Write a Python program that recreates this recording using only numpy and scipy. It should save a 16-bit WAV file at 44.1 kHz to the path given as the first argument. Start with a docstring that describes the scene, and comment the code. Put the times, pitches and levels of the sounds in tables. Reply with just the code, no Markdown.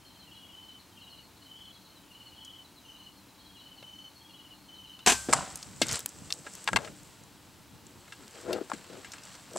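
"""A clearing among scrub: crickets trill over a quiet outdoor hush until a crossbow is fired close by.
The bolt strikes; deer run over stones and through dry brush, and later knocks lean to the left.
Crickets are gliding tones with a scattered tail; the hush is shaped noise with narrow bands.
The bow is decaying noise driving resonant modes; knocks and twigs are struck resonances,
and running is uneven crackle filtered into rumble, scuffing and leaf rustle."""
import sys
import numpy as np
from scipy import signal
from scipy.fft import rfft, irfft, next_fast_len
from scipy.io import wavfile

SR = 44100
rng = np.random.default_rng(int(sys.argv[2]) if len(sys.argv) > 2 else 0)


def store_pcm(level_fs):
    """Save levels as 16-bit WAV."""
    pcm = np.round(np.clip(level_fs, -1, 1) * 32767).astype(np.int16)
    wavfile.write(sys.argv[1], SR, np.atleast_2d(pcm).T)


N = 422469   # length in samples
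SIDES = np.array([[1], [-1]])   # left, right


def amp(db):
    """Level law: the amplitude ratio of a level in dB."""
    return 10 ** (np.asarray(db) / 20)


def rms_one(x):
    """Normalisation: scales the root mean square to 1."""
    return x / np.sqrt(np.mean(x ** 2) + 1e-20)


def at_hz(points, hz):
    """Interpolation of a spectrum table along a logarithmic frequency axis."""
    table = np.array(points)
    return np.interp(np.log(hz), np.log(table[:, 0]), table[:, 1])


def noise(size=N):
    """White noise: two mutually independent Gaussian signals."""
    return rng.standard_normal((2, size))


def add(out, s, x):
    """Superposition: mixes x into out from time s."""
    i = round(s * SR)
    out[..., i:i + x.shape[-1]] += x[..., :out.shape[-1] - i]


def dying(t60, rise, size):
    """Exponential decay: a quick rise, then a loss of 60 dB in each t60."""
    t = np.arange(size) / SR
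    return (1 - np.exp(-t / max(rise, 1e-5))) * amp(-60 * t / max(t60, .003))


def drift(rate):
    """Slow random modulation: low-passed noise of spread 1, computed at every 40th sample."""
    r = np.exp(-80 * np.pi * rate / SR)
    white = rng.standard_normal(N // 40 + 2002)
    slow = signal.lfilter([1], [1, -2 * r, r * r], white)[2000:]   # settling is discarded
    return np.interp(np.arange(N) / 40, np.arange(len(slow)), rms_one(slow))


def resonance(x, hz, width_hz):
    """Damped mode: a two-pole filter with unit gain at its peak."""
    r = np.exp(-np.pi * max(width_hz, 1) / SR)
    poles = [1, -2 * r * np.cos(2 * np.pi * hz / SR), r * r]
    return signal.lfilter([(1 - r * r) / 2, 0, (r * r - 1) / 2], poles, x)


def band(x, hz, width_hz):
    """Cascaded resonance: the mode is applied twice for steeper skirts; rms 1."""
    return rms_one(resonance(resonance(x, hz, width_hz), hz, width_hz))


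def struck(hz, width_hz, t60, size):
    """Impact excitation: a sharp contact and dying after-contacts ring a mode; near rms 1 at the start."""
    force = noise(size)[0] * dying(t60, .0001, size=size)
    force[0] += 1.1 * np.sqrt(SR / width_hz)
    x = resonance(force, hz, width_hz)
    x = resonance(x, hz, min(1.86 * width_hz, SR / 4))
    return x / np.sqrt(width_hz / SR)


# likeness of the two channels: pitch_hz, likeness (0 to 1)
CHANNEL_LIKENESS = [(25, .1), (60, 0.76), (130, 0.87), (290, 0.87), (640, 0.88), (1410, 0.92), (3100, 1),
                    (6820, 0.84), (15000, 1)]
# balance of the place, left over right: pitch_hz, level_db
LEAN = [(60, 3), (110, -1.5), (200, 5), (380, 2), (700, 1), (1290, -1), (2380, 1), (4400, 1), (8120, 0.5),
        (15000, -1)]


def coloured(pair, spectrum, low_hz=20, high_hz=20000):
    """Spectral shaping and interchannel coherence: a mid and a side signal fill the place; rms 1."""
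    length = pair.shape[1]
    size = next_fast_len(length, real=True)
    hz = np.maximum(np.fft.rfftfreq(size, 1 / SR), 1)
    mid, side = rfft(pair, size)
    alike = np.clip(at_hz(CHANNEL_LIKENESS, hz), 0, 1)
    edges = 1 / np.sqrt((1 + (low_hz / hz) ** 6) * (1 + (hz / high_hz) ** 8))
    gain = amp(at_hz(spectrum, hz) + at_hz(LEAN, hz) / 2 * SIDES) * edges
    spread = np.sqrt(1 + alike) * mid + np.sqrt(1 - alike) * side * SIDES
    return rms_one(irfft(gain * spread, size)[:, :length])


# relative spectrum of the hush: pitch_hz, level_db (per Hz)
HUSH_COLOUR = [(12, -43), (20, -13.5), (86, 3), (237, -2), (289, 2.5), (428, -8), (690, -8), (913, -5),
               (1900, -13), (3060, -11), (3620, -13), (4050, -13), (4660, -13.5), (15200, -20.5),
               (16500, -20)]
# steady humming bands: pitch_hz, width_hz, level_db
HUSH_BANDS = [(189.6, 21, -70.5), (290.6, 26, -70.5), (886, 29, -74)]
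HUSH_DB = -57
WHISTLE_HZ, WHISTLE_DB = 15734, -72


def hush():
    """Broadband background: wind, distance and microphone hiss, with humming bands and a thin whistle."""
    out = amp(HUSH_DB) * coloured(noise(), HUSH_COLOUR)
    for hz, width_hz, db in HUSH_BANDS:
        out += amp(db + at_hz(LEAN, hz) / 2 * SIDES) * band(noise()[0], hz, width_hz)
    return out + amp(WHISTLE_DB) * np.sin(2 * np.pi * WHISTLE_HZ * np.arange(N) / SR)


def crickets(notes, length, linger_db):
    """Stridulation and scattering: each stroke falls in pitch; the scrub returns a blurred copy."""
    out, t = np.zeros(N), np.arange(round(length * SR)) / SR
    swell = np.sin(np.pi * t / length) ** 1.1
    for s, hz, db, fall_hz, overtone_db in notes:
        cycles = hz * t + fall_hz * (t - t * t / length) / 2
        phase = 2 * np.pi * cycles + rng.uniform(0, 6.1)
        tone = np.sin(phase) + amp(overtone_db) * np.sin(2 * phase)
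        # the file catches unevenly
        catches_db = 2.5 * np.interp(t, np.linspace(0, length, 9), rng.standard_normal(9))
        tone *= amp(catches_db)
        add(out, max(s - length / 2, 0), amp(db + rng.normal(0, 0.54)) * swell * tone)
    shared, apart = noise(9000) * dying(0.21, 0.009, size=9000)
    scatter = shared + .3 * SIDES * apart
    scatter /= np.linalg.norm(scatter[0])
    blurred = signal.fftconvolve(out[None], scatter)[:, :N]
    return amp(.9 * SIDES) * (out + amp(linger_db) * blurred)


# level of the far chorus: time_s, level_db
CHORUS_LEVEL = [(0, -67), (5.05, -67), (5.3, -73), (9.58, -73)]


def chorus():
    """Incoherent summation: many far crickets sound short falling notes at random in two bands."""
    notes = []
    for when, pick, loud in rng.random((300, 3)):
        centre_hz = 4000 if pick < .5 else 4280
        notes.append((when * N / SR, centre_hz + 120 * (pick % .5 - .25), 9 * loud, 400, -40))
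    s, db = np.transpose(CHORUS_LEVEL)
    level = amp(np.interp(np.arange(N) / SR, s, db))
    return level * rms_one(crickets(notes, .04, -2.0))


# single higher chirps: centre_s, pitch_hz, level_db
CHEEPS = [(0.077, 4200, -56), (0.206, 4160, -55), (0.357, 4020, -57), (1.041, 3950, -56),
          (1.113, 4260, -56.5), (1.17, 4000, -56.5), (1.245, 4300, -57), (1.862, 3940, -58),
          (1.971, 3970, -57), (2.142, 4140, -59), (2.272, 4300, -57), (2.657, 3980, -58),
          (2.782, 3970, -59), (3.002, 4140, -60), (3.048, 4200, -59), (3.183, 4200, -58),
          (3.471, 4000, -56.5), (3.59, 4000, -56), (4.171, 4300, -56), (4.309, 4300, -58),
          (4.757, 4000, -59), (4.874, 4000, -57)]


def cheeps():
    """Frequency glide: isolated chirps, each falling through 450 Hz."""
    return crickets([(s, hz, db, 450, -40) for s, hz, db in CHEEPS], .045, -3)


# phrases of five wing strokes: cricket, first_stroke_s, pitch_hz, level_db, overtone_db (re fundamental)
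TRILL_PHRASES = [("far", .012, 3120, -58, -30), ("low", .282, 2935, -51, -35),
                 ("high", .321, 3290, -55.5, -30), ("loud", .544, 3042, -47.5, -28),
                 ("far", 0.93, 3150, -55.5, -30), ("low", 0.98, 2925, -50.5, -35),
                 ("far", 1.425, 2990, -55.5, -35), ("loud", 1.47, 3070, -48.5, -28),
                 ("high", 1.575, 3330, -53.5, -30), ("far", 1.88, 3070, -63.5, -30),
                 ("low", 2.115, 2950, -51, -35), ("high", 2.371, 3275, -53, -30),
                 ("loud", 2.386, 3033, -48, -29), ("far", 2.824, 3075, -62, -3),
                 ("low", 2.855, 2970, -49.5, -35), ("high", 3.417, 3270, -57, -30),
                 ("low", 3.572, 2990, -50.5, -35), ("loud", 3.843, 3037, -46.5, -17.5),
                 ("high", 4.218, 3285, -55.5, -30), ("low", 4.303, 2950, -51, -35),
                 ("loud", 4.697, 3047, -47, -19), ("low", 4.853, 2980, -51, -41)]
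# voice of each cricket: phrase_s, stroke_fall_hz, first_stroke_lower_hz
CRICKET_VOICES = {"low": (.215, 304, 90), "loud": (.21, 210, 17), "high": (.19, 110, 40),
                  "far": (.22, 180, 10)}
# place of each stroke in its phrase: share (0 to 1)
STROKE_SHARES = [0, .21, .45, .72, 1]


def trills():
    """Pulse-train song: each phrase is a row of strokes, of which the first is weaker and lower."""
    notes = []
    for who, first, hz, db, overtone_db in TRILL_PHRASES:
        phrase_s, fall_hz, lower_hz = CRICKET_VOICES[who]
        for share in STROKE_SHARES:
            opening = share == 0
            notes.append((first + share * phrase_s, hz - lower_hz * opening, db - 3.4 * opening,
                          fall_hz, overtone_db))
    return crickets(notes, .035, -4.5)


SWELL_DB_PER_S = 300


def bout(s, held, dying_db_per_s):
    """Exponential envelope: the gain swells up to time s, holds and dies away."""
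    t = np.arange(N) / SR - s
    return amp(SWELL_DB_PER_S * np.minimum(t, 0) - dying_db_per_s * np.maximum(t - held, 0))


# bouts of running and shifting: full_strength_s, held_s, dying_db_per_s, rumble_db, rumble_hz,
# scuff_db, leaf_db, rumble_pan_db (left over right)
RUNNING_BOUTS = [(5.295, 0.0042, 400, -31.5, 420, -44, -46, 3),
                 (5.345, 0.023, 106, -33, 800, -40.5, -38.5, 0), (5.85, .01, 300, -51, 450, -59, -64, 2),
                 (5.898, 0.06, 250, -45.5, 450, -39.5, -39, -1), (6.14, 0.013, 88, -56.5, 654, -74, -62, 1),
                 (6.29, 0.058, 120, -56, 460, -64, -60, 4), (6.474, 0.005, 400, -49, 573, -52, -52, 1),
                 (6.55, 0.018, 60, -59, 477, -55.5, -49.5, 4), (6.8, 0.046, 252, -40.5, 554, -55, -63, 9.5),
                 (7.05, 0.024, 66, -65, 420, -70, -68, 3), (7.9, .1, 80, -60.5, 334, -72, -70, 2),
                 (8.225, .01, 305, -50, 283, -67, -68, 5), (8.36, 0.055, 150, -54, 450, -55, -57.5, 6),
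                 (8.492, 0.084, 402, -32, 432, -55, -59, 7.5),
                 (8.624, 0.0064, 600, -41.5, 340, -66, -61, 7), (8.75, 0.021, 67, -58, 480, -60, -63, 8),
                 (8.915, 0.053, 220, -45.5, 374, -62, -63, 8), (9.16, 0.071, 80, -64, 520, -59, -67, 3),
                 (9.28, 0.071, 150, -62, 670, -56.5, -56.5, 4), (9.57, .01, 200, -39, 472, -55, -47, 5)]
# faint stirring of the brush between bouts: time_s, scuff_db, leaf_db
FAINT_STIR = [(5.3, -53, -53), (5.8, -58.5, -55), (6.4, -62.5, -55.5), (6.9, -62, -58), (7.3, -65.5, -68),
              (7.8, -69, -72), (8.2, -60, -62), (9, -55.5, -61), (9.58, -58, -60)]
STIR_RUMBLE_DB, STIR_RUMBLE_HZ = -67, 450


def efforts():
    """Power addition: bouts add to the stirring; the strongest dominates rumble pitch and side."""
    s, *stir_db = np.transpose(FAINT_STIR)
    scuff, leaf = [amp(np.interp(np.arange(N) / SR, s, db)) ** 2 for db in stir_db]
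    rumble = np.full(N, amp(STIR_RUMBLE_DB) ** 2)
    pitch, side = rumble * STIR_RUMBLE_HZ, np.zeros(N)
    for s, held, dying_db_per_s, rumble_db, hz, scuff_db, leaf_db, pan_db in RUNNING_BOUTS:
        power = bout(s, held, dying_db_per_s) ** 2
        low = amp(rumble_db) ** 2 * power
        rumble = rumble + low
        pitch = pitch + hz * low
        side = side + pan_db * low
        scuff = scuff + amp(scuff_db) ** 2 * power
        leaf = leaf + amp(leaf_db) ** 2 * power
    return np.sqrt(rumble), pitch / rumble, side / rumble, np.sqrt(scuff), np.sqrt(leaf)


def crackle(per_s, spread_db, hiss):
    """Shot noise: random small contacts of uneven size over a smooth hiss."""
    contact = rng.random(N) < per_s / SR
    sizes = amp(spread_db * np.minimum(rng.exponential(1, N), 5)) * contact
    grains = signal.lfilter([1], [1, -.97], rms_one(sizes))   # each lasts about a millisecond
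    return noise() * (hiss + rms_one(grains))


# heavy blows that shake ground and stand: full_strength_s, level_db
GROUND_TREMORS = [(5.33, -44.5), (5.7, -56), (5.821, -46.5), (6.2, -58), (6.74, -45), (8.5, -57.5)]
TREMOR_DYING_DB_PER_S, TREMOR_REST_DB = 70, -64.5


def tremors():
    """Low-frequency ground vibration: heavy blows swell and die in an unsteady band near 86 Hz."""
    shared, apart = noise()
    shaking = amp(TREMOR_REST_DB)
    for s, db in GROUND_TREMORS:
        shaking = shaking + amp(db) * bout(s, 0, TREMOR_DYING_DB_PER_S)
    boom = shaking * amp(4.9 * drift(12.7)) * band(shared + .5 * SIDES * apart, 86, 195)
    return boom * (np.arange(N) / SR > BOW_BURSTS[1][0])   # silent before the string slam


# relative spectrum of scuffs, leaves and cracks: pitch_hz, level_db (per Hz)
BRUSH_COLOUR = [(590, 9), (1000, 1), (1320, -0.5), (2390, -5), (3010, -3.5), (3500, -6), (4620, -2.5),
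                (6700, -1), (7700, 6.5), (16000, -40.5)]


def moving():
    """Friction and cavity resonance: hooves and bodies in dirt, stones and leaves; the rumble shifts."""
    t = np.arange(N) / SR
    rumble_gain, rumble_hz, pan_db, scuff_gain, leaf_gain = efforts()
    near, apart = crackle(150, 3.0, 1.5)
    source = near + 0.076 * SIDES * apart
    hollows = np.geomspace(220, 1200, 8)   # Hz
    shares = [np.exp(-(np.log(hz / rumble_hz) / 0.33) ** 2) + 0.2 for hz in hollows]
    rumble = sum(share * band(source, hz, 0.34 * hz) for share, hz in zip(shares, hollows))
    rumble /= np.sqrt(sum(share * share for share in shares))
    scuff = coloured(crackle(390, 0.8, 1.8), BRUSH_COLOUR, low_hz=1110, high_hz=4500)
    leaves = coloured(crackle(500, 5.7, 2.2), BRUSH_COLOUR, low_hz=4500)
    leaves = leaves * amp(1.6 * drift(20))
    out = rumble_gain * amp(pan_db / 2 * SIDES) * rumble + scuff_gain * scuff + leaf_gain * leaves
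    return out * np.clip((t - BLOWS[2][0]) / 0.0053, 0, 1)   # silent before the bolt lands


# dry twigs: start_s, ring_db, pitch_hz, t60_s, click_db
DRY_TWIGS = [(2.4487, -48.5, 6200, 0.041, -65), (5.5569, -30.5, 7400, 0.016, -42),
             (5.573, -41, 7760, .015, -58), (5.6282, -37, 4900, 0.024, -50), (5.832, -35, 4000, 0.022, -38),
             (5.8679, -34, 6800, .013, -48), (5.8846, -30.5, 5900, .015, -50),
             (5.8908, -30.5, 4200, .024, -42), (5.913, -30, 5630, .02, -50), (5.923, -31, 5900, .013, -46),
             (5.9294, -23.5, 7300, .0059, -32), (5.9443, -35.5, 3860, .037, -48),
             (5.9555, -29, 6230, .0075, -42), (5.967, -39, 4900, .024, -50),
             (5.9922, -35, 8000, 0.011, -26), (6.0046, -37, 6600, .013, -42), (6.0599, -25, 9400, .01, -16),
             (6.091, -39, 7100, 0.014, -54), (6.3246, -23, 4500, 0.014, -33),
             (6.3366, -39, 7000, .015, -50), (6.537, -45, 7600, .015, -54),
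             (6.5526, -38.5, 7200, 0.013, -44), (6.642, -39, 6700, .015, -52),
             (7.0326, -53, 7040, .015, -66), (7.237, -51, 6770, .015, -62), (8.28, -42.5, 5800, .0084, -56),
             (8.4125, -47, 6660, .015, -54), (8.5288, -42, 10000, .03, -39),
             (9.1188, -43, 5400, 0.051, -53), (9.235, -46, 5460, 0.025, -58),
             (9.2538, -54, 6450, .019, -64), (9.3168, -57, 7000, .015, -64), (9.353, -43, 5940, .005, -50),
             (9.5342, -45, 6300, .02, -56)]


def twigs():
    """Brittle fracture: each snap is a short bright ring under a broad click that dies sooner."""
    out, size = np.zeros((2, N)), 4096
    for s, db, hz, t60, click_db in DRY_TWIGS:
        click = signal.lfilter([1, -1], [1, -.8], noise(size)[0]) * dying(0.8 * t60, .0001, size=size)
        ring = struck(hz, 0.55 * hz, t60, size=size)
        add(out, s, amp(at_hz(LEAN, hz) / 2 * SIDES) * (amp(db) * ring + amp(click_db) * click))
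    return out


# hollow modes that every knock wakes: pitch_hz, level_db (relative), width_hz
BODY_MODES = [(891, -2.5, 143), (1360, -4.5, 107), (1630, -6, 75), (2100, -8, 117), (2725, -5, 132),
              (3595, -4, 196), (4300, -4.5, 210)]
BODY_REACH_OCTAVES = .6


def body(knock_hz, t60, size):
    """Modal coupling: modes near the knock's pitch ring most, each with a new strength."""
    out = np.zeros(size)
    for hz, db, width_hz in BODY_MODES:
        distance = np.log2(hz / knock_hz) / BODY_REACH_OCTAVES
        gain = amp(db - 5.4 * distance ** 2 + rng.normal(0, 2.6))
        out += gain * struck(hz, width_hz, t60, size=size)
    return out


# hooves, stones and wood: start_s, thud_db, knock_db, crack_db, thud_hz, knock_hz,
# knock_t60_s, pan_db (left over right, thud and knock)
BLOWS = [(3.8264, -53, -53.5, -68, 640, 2290, 0.035, 1.5), (4.991, -61, -56, -61, 1050, 2950, 0.061, 2),
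         (5.2872, -32, -43, -54, 300, 1210, 0.031, 1.5), (5.3277, -26, -25.5, -17.5, 970, 1650, 0.044, 1),
         (5.3342, -19, -55, -10, 910, 1270, 0.026, 1.5), (5.8159, -25.5, -50, -19.5, 564, 1600, 0.016, 2),
         (5.818, -35, -24, -28, 247, 2600, 0.078, 2.5), (5.8589, -53, -48, -47, 253, 1240, 0.12, 3),
         (6.304, -43.5, -39, -52, 1250, 3550, 0.033, 2), (6.466, -52, -45, -54, 258, 1350, 0.056, -0.5),
         (6.6758, -29.5, -28, -38, 1090, 1980, 0.045, 3), (6.6866, -42, -32, -32, 440, 1220, 0.025, 3.5),
         (6.7314, -34, -29.5, -29, 610, 1390, 0.02, 4.5), (6.7608, -24.5, -21.5, -26, 760, 1940, 0.036, 7),
         (6.769, -28, -28, -26, 830, 2570, 0.016, 5), (6.7873, -42.5, -43.5, -61, 680, 1410, 0.032, 6),
         (6.847, -48, -46.5, -60, 420, 2550, 0.065, 6), (6.8746, -60, -49, -53, 437, 1420, 0.071, -2),
         (7.867, -64, -65, -47, 288, 4430, 0.021, 4), (8.079, -65, -55.5, -56, 850, 1570, 0.039, 1),
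         (8.1225, -58, -47.5, -54, 1090, 2100, 0.065, 2), (8.4959, -41.5, -60, -62, 444, 1330, 0.15, -2),
         (8.5296, -44, -37, -50, 497, 3180, 0.05, 4), (8.6131, -38.5, -64, -61, 280, 1210, 0.03, 8),
         (8.6989, -43, -49, -39.5, 620, 1440, 0.027, 6), (8.7174, -30, -48, -57, 770, 1560, 0.015, 4.5),
         (8.7342, -43, -45.5, -41.5, 272, 1760, 0.06, 6.5), (9.046, -65, -48, -50, 1040, 1600, 0.098, 3),
         (9.1353, -62, -47, -43, 610, 1420, 0.062, 3), (9.182, -61, -54, -59, 1000, 2710, 0.036, 4),
         (9.5618, -35, -71, -40, 600, 1190, 0.02, 1), (9.5706, -62, -57, -36.5, 610, 3270, 0.031, 2)]
BODY_DB = -4   # re knock


def hits():
    """Impact with frequency-dependent damping: dull thud, woody or stony knock and shorter bright crack."""
    out, size = np.zeros((2, N)), 4096
    for s, thud_db, knock_db, crack_db, thud_hz, knock_hz, t60, pan_db in BLOWS:
        thud = struck(thud_hz, 0.62 * thud_hz, 1.56 * t60, size=size)
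        knock = struck(knock_hz, 1.25 * knock_hz, t60, size=size)
        knock = knock + amp(BODY_DB) * body(knock_hz, t60, size=size)
        crack = coloured(noise(size), BRUSH_COLOUR, low_hz=4000)
        crack = crack * dying(0.94 * t60, 0.000084, size=size)
        low = (amp(thud_db) * thud + amp(knock_db) * knock) * amp(pan_db / 2 * SIDES)
        add(out, s, low + amp(crack_db) * crack)
    return out


# release, string slam and rattles of the bow: start_s, level_db, t60_s
BOW_BURSTS = [(5.062, -14.5, 0.042), (5.0718, -14, 0.17), (5.097, -23, 0.1), (5.12, -22, 0.051),
              (5.149, -46, 0.055)]
# modes of limbs and stock: pitch_hz, level_db (relative), t60_s
BOW_MODES = [(69.6, 11.5, 0.51), (244, 9, 0.14), (420, 6, 0.03), (690, 13, 0.091), (986, 11.5, 0.045),
             (1650, 10, 0.047), (2530, 6, 0.046), (6200, 9, .06), (6500, 2, 0.076), (8300, 0, 0.055)]
# relative spectrum of the rattle: pitch_hz, level_db (per Hz)
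RATTLE_COLOUR = [(24, -47), (40, -19), (121, -30), (262, -4.5), (600, -24), (697, -5), (1370, -14),
                 (1630, -7.5), (2050, -14), (2570, -9.5), (4800, -15), (7540, -9), (16000, -40.5)]
# relative spectrum of the returning wash: pitch_hz, level_db (per Hz)
WASH_COLOUR = [(40, -16), (150, -5), (280, -33), (800, -12), (2000, -17), (4000, -15), (8100, -6.5),
               (10500, -20), (16000, -34)]
WASH_DB, WASH_T60_S = -29.5, 0.74
SLAM_KICK_DB = 12   # one hard blow starts the limbs ringing
TWANG_HZ, TWANG_DB, TWANG_T60_S = 1556, -33, .55   # one metal part rings on, clean


def crossbow():
    """Forced vibration and reverberation: bursts ring limbs and stock; the scrub returns a dying wash."""
    size, start, slam_s = 40000, BOW_BURSTS[0][0], BOW_BURSTS[1][0]
    t = np.arange(size) / SR
    force = np.zeros(size)
    for s, db, t60 in BOW_BURSTS:
        add(force, s - start, amp(db) * dying(t60, 0.00042, size=size))
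    rattle = force * coloured(noise(size), RATTLE_COLOUR)
    # the limbs start ringing at the string slam; the bright release click before it does not ring them
    slam = t > slam_s - start
    kick = slam * force * noise(size)[0]
    kick[np.argmax(slam)] += amp(SLAM_KICK_DB)
    rings = np.zeros(size)
    for hz, db, t60 in BOW_MODES:
        rings += amp(db) * resonance(kick, hz, np.log(1000) / np.pi / t60)   # width from decay
    wash = amp(WASH_DB) * dying(WASH_T60_S, 0.016, size=size) * coloured(noise(size), WASH_COLOUR)
    twang = amp(TWANG_DB) * dying(TWANG_T60_S, .004, size=size) * np.sin(2 * np.pi * TWANG_HZ * t)
    out = np.zeros((2, N))
    add(out, start, rattle + rings * amp(2.7 * SIDES) + wash)
    add(out, slam_s, twang * amp(2.9 * SIDES))
    return out


def scene():
    """Linear superposition of all sources at the microphone."""
    insects = chorus() + cheeps() + trills()
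    return hush() + insects + tremors() + moving() + twigs() + hits() + crossbow()


CUTOFF_HZ = 16800


def record(dry):
    """Saturation and band limiting: peaks are rounded, then the top of the spectrum is cut."""
    rounded = .7 * np.tanh(dry / .7)
    return signal.sosfilt(signal.cheby2(12, 70, CUTOFF_HZ, fs=SR, output="sos"), rounded)


dry = scene()
out = record(dry)
store_pcm(out)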